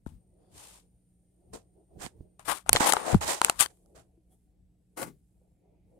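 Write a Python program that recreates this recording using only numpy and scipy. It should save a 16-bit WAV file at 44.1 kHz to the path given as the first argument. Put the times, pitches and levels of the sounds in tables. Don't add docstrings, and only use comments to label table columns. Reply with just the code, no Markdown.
import sys
import numpy as np
from scipy import signal
from scipy.fft import rfft, irfft, next_fast_len
from scipy.io import wavfile
from scipy.ndimage import uniform_filter1d

SR = 44100
rng = np.random.default_rng(int(sys.argv[2]) if len(sys.argv) > 2 else 0)


def int16_out(signal):
    q = np.round(np.clip(np.atleast_2d(signal).T, -1, 1) * 32767)
    wavfile.write(sys.argv[1], SR, q.astype(np.int16))


N = 264159
TIME_S = np.arange(N) / SR

# full_grip_s, hold_s, rise_s, fade_s, body_left_db, body_right_db,
# fizz_left_db, fizz_right_db, body_pitch_ratio
SLIDES = [(0.065, .005, 0.0039, .085, -59.5, -69.5, -60, -73.5, 1),
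          (0.43, 0.087, 0.076, .04, -76.5, -89, -88, -87, 1),
          (0.601, 0.17, 0.081, .07, -55.5, -67.5, -51, -53, 1),
          (1.539, 0.015, 0.01, .045, -41, -45.5, -53.5, -46, .54),
          (2.03, 0.034, 0.037, .024, -46, -41.5, -48, -41, .89),
          (2.398, .005, 0.0074, .065, -55, -60, -57.5, -70, 1.2),
          (2.457, .025, 0.0086, .03, -46.5, -61.5, -41.5, -57, 1.3),
          (2.487, .036, 0.01, .025, -24, -43.5, -27.5, -49, 1.33),
          (2.551, .022, 0.06, .04, -42, -58, -39, -54, 1.3),
          (2.674, .045, 0.016, .03, -49.5, -60, -54, -62.5, 1.1),
          (2.753, .018, 0.032, .06, -36, -33, -38, -32, 1),
          (2.809, .042, 0.012, 0.038, -22, -26, -40, -25.5, 1),
          (2.871, .025, 0.019, .035, -21, -29.5, -20, -34, 1.05),
          (2.937, 0.048, 0.037, 0.15, -30.5, -39.5, -44, -41, .97),
          (3.099, 0.039, .075, 0.027, -27.5, -37, -44.5, -36.5, .8),
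          (3.159, .012, .02, 0.051, -47.5, -51, -52.5, -53, .8),
          (3.214, 0.025, 0.0063, .06, -33, -34, -46, -32, 1),
          (3.297, .02, .048, .085, -28.5, -32, -34, -26.5, 1),
          (3.445, .02, 0.032, .055, -33.5, -45, -39.5, -37.5, .95),
          (3.496, .018, 0.023, .045, -41.5, -45, -46.5, -47, 1.05),
          (3.564, 0.038, .035, 0.021, -54.5, -63.5, -53.5, -64, 1.2),
          (3.606, 0.02, 0.016, .026, -25, -49, -16.5, -40, 1.48),
          (3.657, .002, 0.011, 0.0075, -39, -46.5, -41.5, -46.5, 1.3),
          (3.704, 0.0058, 0.014, .02, -73, -66, -74, -65, .9),
          (3.959, .04, .012, .045, -56.5, -59, -65, -59, .76)]
# freq_hz, gain_db
BODY_LEFT_SPECTRUM = [(100, -22.5), (220, -10.5), (350, -8), (600, -3), (760, -3), (870, -3), (1030, -2.5),
                      (1300, -7), (1800, -14), (2600, -18), (4500, -27), (12000, -62)]
BODY_RIGHT_SPECTRUM = [(100, -18), (220, -14), (350, 2.5), (500, -3.5), (880, 1), (1300, -6), (1900, -1),
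                       (2600, -9), (4500, -25.5), (12000, -48.5)]
FIZZ_LEFT_SPECTRUM = [(600, -27.5), (2000, -7.5), (3200, -3.5), (4600, -7), (6300, -7), (9000, 1),
                      (11000, -4.5), (12500, -10), (14500, -11.5), (16000, -27)]
FIZZ_RIGHT_SPECTRUM = [(600, -29), (2000, -6.5), (3400, -2), (5800, -2), (7600, 2.5), (9000, -1.5),
                       (10500, -9.5), (12500, -11.5), (14500, -17), (16000, -24)]
# start_s, knock_db, rim_db, snap_db, snap_hz, left_minus_right_db
CLICKS = [(0.0632, -47.5, -68, -70, 10700.0, 12), (2.0635, -48, -40.5, -59, 8200.0, -14),
          (2.3947, -48.5, -56, -52.5, 7900.0, 29), (2.6625, -43.5, -60, -64.5, 9600.0, 9.5),
          (2.6852, -43, -52, -61.5, 9500.0, 21), (2.693, -19, -20, -14, 8200.0, 8.5),
          (2.7306, -38, -16.5, -9.5, 9500.0, -3.5), (2.753, -29, -34.5, -38, 6900.0, 14),
          (2.7614, -31.5, -18.5, -28, 7200.0, 8), (2.7682, -23.5, -24, -37.5, 7200.0, 2),
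          (2.8057, -21.5, -35.5, -40, 7500.0, -10), (2.9232, -32, -20, -20, 8200.0, 10),
          (2.935, -17.5, -31, -20, 7700.0, 8), (2.9676, -21, -32, -54, 7700.0, 10),
          (3.005, -43, -46.5, -72.5, 8800.0, 15.5), (3.145, -23.5, -37, -41.5, 9700.0, 7),
          (3.4156, -17, -24, -26, 8300.0, 3), (3.4471, -27, -20, -14, 8700.0, 6.5),
          (3.4836, -31, -51.5, -47.5, 8300.0, 20.5), (3.4972, -22.5, -20, -19.5, 8200.0, 3),
          (3.6078, -38, -25, -13.5, 9000.0, 3), (3.6608, -50, -33.5, -38.5, 8200.0, 10.5),
          (3.772, -82, -82, -73, 9060, 5), (3.86, -74, -84, -69, 7990, -12),
          (5.03, -43, -39.5, -65, 9000.0, 7)]
# freq_hz, gain_db, t60_s
CASE_MODES = [(422, -10.5, 0.014), (880, 7, 0.01), (1250, 11, 0.0063)]
RIM_MODES = [(2020, 1, .004), (2680, -1, 0.0046), (3780, -6.5, 0.0086)]
# start_s, level_db, pitch_hz, t60_s, left_minus_right_db
BUMPS = [(0.0653, -19.5, 208, 0.016, 15), (0.072, -36.5, 71, 0.1, 9), (1.788, -65, 418.9, .09, -4),
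         (1.97, -36, 110, 0.029, -10), (2.047, -35.5, 144, 0.058, -31), (2.065, -27.5, 257, 0.018, -16),
         (2.206, -33.5, 84, 0.045, -11), (2.208, -37.5, 336, 0.02, -15), (2.719, -31.5, 110, 0.055, -6.5),
         (2.744, -25, 115, .09, -7.5), (2.7523, -11, 520, 0.014, 4.5), (2.806, -11, 300, 0.017, -10.5),
         (2.966, -22.5, 420, 0.034, 11), (3.1315, -15.5, 118, 0.08, 34), (3.1431, -6, 367, 0.01, 18.5),
         (3.1477, -3, 190, .045, 9), (3.151, -30.5, 52.6, .11, 14), (3.160, -11, 102, 0.053, -11),
         (3.18, -35.5, 85, 0.19, -4), (3.948, -50, 509, 0.043, 8), (4.176, -56, 334, 0.11, 4),
         (5.027, -56, 217, .03, 10), (5.415, -61, 520, 0.054, 3)]
# full_contact_s, hold_s, rustle_db, boom_db
SCUFF_STROKES = [(4.98, 0.017, -35.5, -68), (5.022, 0.0095, -33, -42), (5.07, 0.016, -52.5, -49)]
# freq_hz, width_hz, gain_db
SCUFF_MODES = [(323, 60, -5), (513.5, 22, -1.5), (864, 44, -8.5), (1132, 32, -3), (1435, 56, -10.5),
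               (2050, 110, -15), (4070, 44, -23)]
# freq_hz, gain_db
RUSTLE_SPECTRUM = [(200, -19), (400, 3), (700, 10.5), (1200, 1), (2400, -8), (3500, -15), (6000, -4),
                   (9500, 3), (12500, -6), (15500, -7), (16500, -37)]
BOOM_SPECTRUM = [(60, -23), (95, -24), (135, 11), (220, -2.5), (320, -0.5), (450, -10), (900, -35)]
# start_s, top_s, end_s, top_hz, base_db
WHINES = [(.05, .62, 2.44, 9140, -84.5), (2.94, 3.012, 3.06, 9080, -53), (4.4, 4.75, 5.6, 7880, -100)]
# centre_s, half_length_s, pitch_hz, width_hz, level_db
FRICTION_RINGS = [(.47, .13, 3430, 350, -92), (.49, 0.12, 4730, 600, -89), (5.8, 0.46, 2280, 450.4, -93.5)]
# centre_s, half_length_s, level_db
CREEPS = [(1.2, 2.8, -85), (3.8, 0.53, -79.5), (4.33, 0.045, -75), (4.38, 0.21, -83), (5.2, 0.66, -83.5),
          (5.95, .15, -85.5)]
# freq_hz, gain_db
CREEP_SPECTRUM = [(2000, -24.5), (6000, -12.5), (7700, -4.5), (9000, 0.5), (10800, -3), (12500, -6.5),
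                  (14000, -21.5)]
SQUEAK_SPECTRUM = [(300, -15.5), (620, -16), (750, 19), (900, -6), (2900, -14), (3350, 3), (3800, -19),
                   (7000, -16), (9500, 5), (16000, -14)]
# peak_s, left_db, right_db
HAND_SHIFTS = [(.125, -48, -54), (.55, -56.5, -60), (1.532, -54, -56), (1.98, -62, -48), (2.2, -57, -52),
               (2.48, -53.5, -62), (2.73, -44.5, -42), (3.22, -59.5, -42), (3.47, -66, -57),
               (3.6, -55.5, -66.5), (3.97, -64, -64), (4.47, -65.5, -70), (4.62, -65, -75),
               (5.88, -66, -65)]
# centre_s, half_length_s, level_db
ROOM_SWELLS = [(.55, 0.44, -68), (1.55, 0.25, -68), (1.8, 0.062, -63), (1.965, 0.1, -57.5),
               (2.15, 0.3, -67.5), (3.7, 0.078, -64.5), (3.94, 0.26, -66), (4.32, 0.082, -72),
               (4.92, .06, -80), (5.45, .14, -72), (5.69, .13, -67), (5.95, 0.16, -65.5)]
# freq_hz, rms_db
PUMP_PARTIALS = [(59.8, -73.5), (120, -77.5), (179.7, -73.5), (300, -84.5)]
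# freq_hz, gain_db
RUMBLE_SPECTRUM = [(15, -25), (30, -8), (52, 3), (80, -2.5), (125, -6), (190, -7.5), (300, -20), (600, -53)]
ROOM_SPECTRUM = [(120, -20), (250, -7.5), (340, 5), (480, -1), (750, -6.5), (1050, -25.5), (1600, -45),
                 (4000, -61.5)]
HISS_SPECTRUM = [(500, 2.5), (2400, 6), (5500, 1), (8500, 2), (12000, 0), (13500, -14.5), (16000, -13)]


def finger_slides(body_gains, fizz_gains, pitch_ratio, echo_gain=0.073, echo_s=.0016):
    spectra = [(BODY_LEFT_SPECTRUM, FIZZ_LEFT_SPECTRUM), (BODY_RIGHT_SPECTRUM, FIZZ_RIGHT_SPECTRUM)]
    read_index = np.cumsum(pitch_ratio) % N
    hollow = signal.iirpeak(850, Q=8, fs=SR)
    out = np.zeros((2, N))
    for port, (body_spectrum, fizz_spectrum) in enumerate(spectra):
        body = coloured(skin_slips(per_s=20000, spread_db=1.1, waver_db=1.4), body_spectrum)
        body = unit_rms(body + .7 * signal.lfilter(*hollow, body))
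        body = np.interp(read_index, np.arange(N), body)
        fizz = coloured(skin_slips(per_s=33000, spread_db=0.13, waver_db=2.05), fizz_spectrum)
        fizz = patchy(fizz[None], depth_db=0.05)[0]
        fizz = unit_rms(fizz + echo_gain * np.interp(TIME_S - echo_s, TIME_S, fizz))
        out[port] = body_gains[port] * body + fizz_gains[port] * fizz
    return out


def finger_grip(graze_db=-14, graze_max_db=-61.5, graze_fade_s=0.067):
    power, pitch_sum, weight = np.zeros((4, N)), np.zeros(N), np.zeros(N)
    for at_s, hold_s, rise_s, fade_s, *levels_db, pitch_ratio in SLIDES:
        db = np.array(levels_db)[:, None]
        grip = gain_of(db) * touch(at_s, hold_s, rise_s, fade_s, sag_db_per_s=42)
        graze_gain = gain_of(np.minimum(db + graze_db, graze_max_db))
        graze = graze_gain * touch(at_s, hold_s, rise_s, graze_fade_s)
        power += grip ** 2 + graze ** 2
        pitch_sum += pitch_ratio * grip[0] ** 2
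        weight += grip[0] ** 2
    body_gains, fizz_gains = np.sqrt(power[:2]), np.sqrt(power[2:])
    return body_gains, fizz_gains, pitch_sum / weight


def skin_slips(per_s, spread_db, waver_db):
    jerks = (rng.random(N) < per_s / SR) * rng.standard_normal(N)
    return jerks * gain_of(spread_db * rng.standard_normal(N) + waver_db * drift(130))


def port_clicks(snap_s=0.00033, snap_log_width=0.22, lag_s=0.00015):
    out, t = np.zeros((2, N)), np.arange(1024) / SR
    norm = np.sqrt(220)
    for start_s, knock_db, rim_db, snap_db, snap_hz, side_db in CLICKS:
        edges_hz = np.clip(snap_hz * np.exp([-snap_log_width, snap_log_width]), 100, .48 * SR)
        burst = rng.standard_normal((2, len(t))) * t / snap_s * np.exp(-t / snap_s)
        snaps = signal.lfilter(*signal.butter(2, edges_hz, "bandpass", fs=SR), burst)
        for port, is_far in enumerate([side_db < 0, side_db >= 0]):
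            knock = struck_modes(CASE_MODES, t, rise_s=0.0023)
            rim = struck_modes(RIM_MODES, t, rise_s=0.00014)
            parts = [(knock_db, knock), (rim_db, rim), (snap_db, snaps[port])]
            click = sum(gain_of(db) * part * norm / np.linalg.norm(part) for db, part in parts)
            add(out[port:port + 1], start_s + is_far * lag_s, pan(side_db)[port] * click)
    return out


def struck_modes(modes, t, rise_s):
    ringing = sum(gain_of(db - 60 * t / t60_s) * np.sin(2 * np.pi * hz * rng.uniform(0.85, 1.2) * t)
                  for hz, db, t60_s in modes)
    return ringing * (1 - np.exp(-t / rise_s))


def case_bumps(rise_s=0.00061, pitch_drop=.2):
    out, t = np.zeros((2, N)), np.arange(8192) / SR
    for start_s, db, hz, t60_s, side_db in BUMPS:
        cycles = np.cumsum(hz * (1 - pitch_drop * np.minimum(t / t60_s, 1))) / SR
        envelope = gain_of(db - 60 * t / t60_s) * (1 - np.exp(-t / rise_s))
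        add(out, start_s, pan(side_db) * envelope * np.sin(2 * np.pi * cycles))
    return out


def sleeve_scuff(rise_s=.013):
    rustle_gain, boom_gain = np.zeros((2, N))
    for at_s, hold_s, rustle_db, boom_db in SCUFF_STROKES:
        rustle_gain += gain_of(rustle_db) * touch(at_s, hold_s, rise_s, fade_s=.028)
        boom_gain += gain_of(boom_db) * touch(at_s, hold_s, rise_s, fade_s=.075)
    drag = stereo_noise(shared=0.25) * gain_of(1.6 * drift(122.4))
    rings = sum(gain_of(db) * signal.lfilter(*signal.iirpeak(hz, hz / width_hz, fs=SR), drag)
                for hz, width_hz, db in SCUFF_MODES)
    rustle = unit_rms(pan(9.3) * coloured(drag, RUSTLE_SPECTRUM) + pan(2.6) * unit_rms(rings))
    boom = pan(4.0) * coloured(stereo_noise(shared=0.76), BOOM_SPECTRUM)
    return rustle_gain * rustle + boom_gain * boom


def whine(fizz_gain, swoop_hz=560, sink_hz=390, jitter_hz=50, fizz_share_db=-14, flutter_db=2):
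    out = np.zeros(N)
    for start_s, top_s, end_s, top_hz, base_db in WHINES:
        swoop = np.interp(TIME_S, [start_s, top_s], [1, 0]) ** 2
        sink = np.interp(TIME_S, [top_s, end_s], [0, 1])
        hz = top_hz - swoop_hz * swoop - sink_hz * sink + jitter_hz * drift(200)
        gate = touch(start_s, end_s - start_s, rise_s=.02, fade_s=.02)
        rms = gate * np.hypot(gain_of(base_db), gain_of(fizz_share_db) * fizz_gain)
        out += rms * np.sqrt(2) * np.sin(2 * np.pi * np.cumsum(hz) / SR)
    return out * gain_of(flutter_db * drift(90))


def grip_squeak(centre_s=4.33, half_length_s=0.022, level_db=-72):
    envelope = gain_of(level_db) * np.exp(-((TIME_S - centre_s) / half_length_s) ** 2)
    return envelope * coloured(stereo_noise(shared=0.92), SQUEAK_SPECTRUM)


def hand_creep():
    ports = [coloured(skin_slips(per_s=8600, spread_db=0.5, waver_db=1.5), CREEP_SPECTRUM)
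             for _ in range(2)]
    return swells(CREEPS) * np.array(ports)


def friction_rings():
    out = np.zeros((2, N))
    for centre_s, half_s, hz, width_hz, db in FRICTION_RINGS:
        band = signal.butter(2, [hz - width_hz / 2, hz + width_hz / 2], "bandpass", fs=SR)
        ringing = unit_rms(signal.lfilter(*band, stereo_noise(shared=0.24)))
        out += swells([(centre_s, half_s, db)]) * ringing
    return out


def room_echo(x, t60_s=.55, delay_s=.006, highpass_hz=5000):
    t = np.arange(SR // 2) / SR
    tail = rng.standard_normal((2, len(t))) * gain_of(-60 * t / t60_s) * (t > delay_s)
    wet = signal.fftconvolve(x.mean(0)[None], tail / np.linalg.norm(tail[0]), axes=1)[:, :N]
    return signal.lfilter(*signal.butter(1, highpass_hz, "highpass", fs=SR), wet)


def case_rumble(floor_db=-68.5):
    shifts = sum(gain_of([[left_db], [right_db]]) * touch(at_s, hold_s=.025, rise_s=.075, fade_s=0.089)
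                 for at_s, left_db, right_db in HAND_SHIFTS)
    envelope = np.hypot(shifts, gain_of(floor_db + 1.5 * drift(8)))
    return envelope * coloured(stereo_noise(shared=0.79), RUMBLE_SPECTRUM)


def room_noise(floor_db=-81.5):
    envelope = np.hypot(swells(ROOM_SWELLS), gain_of(floor_db)) * gain_of(1.5 * drift(15))
    return envelope * patchy(coloured(stereo_noise(shared=0.45), ROOM_SPECTRUM), depth_db=3.0)


def pump_hum(wander_rad=.25):
    return sum(gain_of(db) * np.sqrt(2) * np.sin(2 * np.pi * hz * TIME_S + wander_rad * drift(10))
               for hz, db in PUMP_PARTIALS)


def hiss(level_db=-91):
    return gain_of(level_db) * patchy(coloured(stereo_noise(shared=.3), HISS_SPECTRUM), depth_db=2.5)


def touch(at_s, hold_s, rise_s, fade_s, sag_db_per_s=0):
    t = TIME_S - at_s
    before, after = np.minimum(t, 0) / rise_s, np.maximum(t - hold_s, 0) / fade_s
    sag_db = sag_db_per_s * np.clip(t, 0, hold_s)
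    return gain_of(np.maximum(-20 * (before ** 2 + after) - sag_db, -200))


def swells(rows):
    return np.sqrt(sum(gain_of(db - 20 * np.minimum(((TIME_S - centre_s) / half_s) ** 2, 10)) ** 2
                       for centre_s, half_s, db in rows))


def patchy(x, depth_db):
    bins = signal.stft(x, nperseg=2048, noverlap=1536)[2]
    patches = uniform_filter1d(rng.standard_normal(bins.shape[1:]), size=4, axis=0)
    patches = unit_rms(uniform_filter1d(patches, size=7, axis=1))
    bins = bins * gain_of(depth_db * patches)
    return unit_rms(signal.istft(bins, nperseg=2048, noverlap=1536)[1][:, :N])


def coloured(x, spectrum):
    size = next_fast_len(N)
    hz, db = np.transpose(spectrum)
    shape = gain_of(np.interp(np.log(np.fft.rfftfreq(size, 1 / SR) + 1), np.log(hz), db))
    return unit_rms(irfft(rfft(x, size) * shape, size)[..., :N])


def drift(rate_hz):
    size = next_fast_len(N)
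    slow = np.fft.rfftfreq(size, 1 / SR) < rate_hz
    return unit_rms(irfft(rfft(rng.standard_normal(size)) * slow, size)[:N])


def stereo_noise(shared):
    return np.sqrt(shared) * rng.standard_normal(N) + np.sqrt(1 - shared) * rng.standard_normal((2, N))


def pan(side_db):
    return unit_rms(gain_of([[side_db / 2], [-side_db / 2]]))


def gain_of(db):
    return 10 ** (np.asarray(db) / 20)


def unit_rms(x):
    return x / np.sqrt(np.mean(x ** 2) + 1e-20)


def add(mix, start_s, sound):
    part = mix[:, round(start_s * SR):][:, :sound.shape[-1]]
    part += sound[..., :part.shape[-1]]


def scene(echo_db=-37.5):
    body_gains, fizz_gains, pitch_ratio = finger_grip()
    handling = finger_slides(body_gains, fizz_gains, pitch_ratio) + port_clicks() + sleeve_scuff()
    handling += grip_squeak() + hand_creep() + friction_rings()
    mix = handling + gain_of(echo_db) * room_echo(handling) + case_bumps() + whine(fizz_gains.mean(0))
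    return mix + case_rumble() + room_noise() + pump_hum() + hiss()


def record(dry, ceiling=.92, cutoff_hz=16000):
    lowpass = signal.firwin(255, cutoff_hz, window=("kaiser", 8), fs=SR)
    return signal.oaconvolve(np.clip(dry, -ceiling, ceiling), lowpass[None], "same")


dry = scene()
out = record(dry)
int16_out(out)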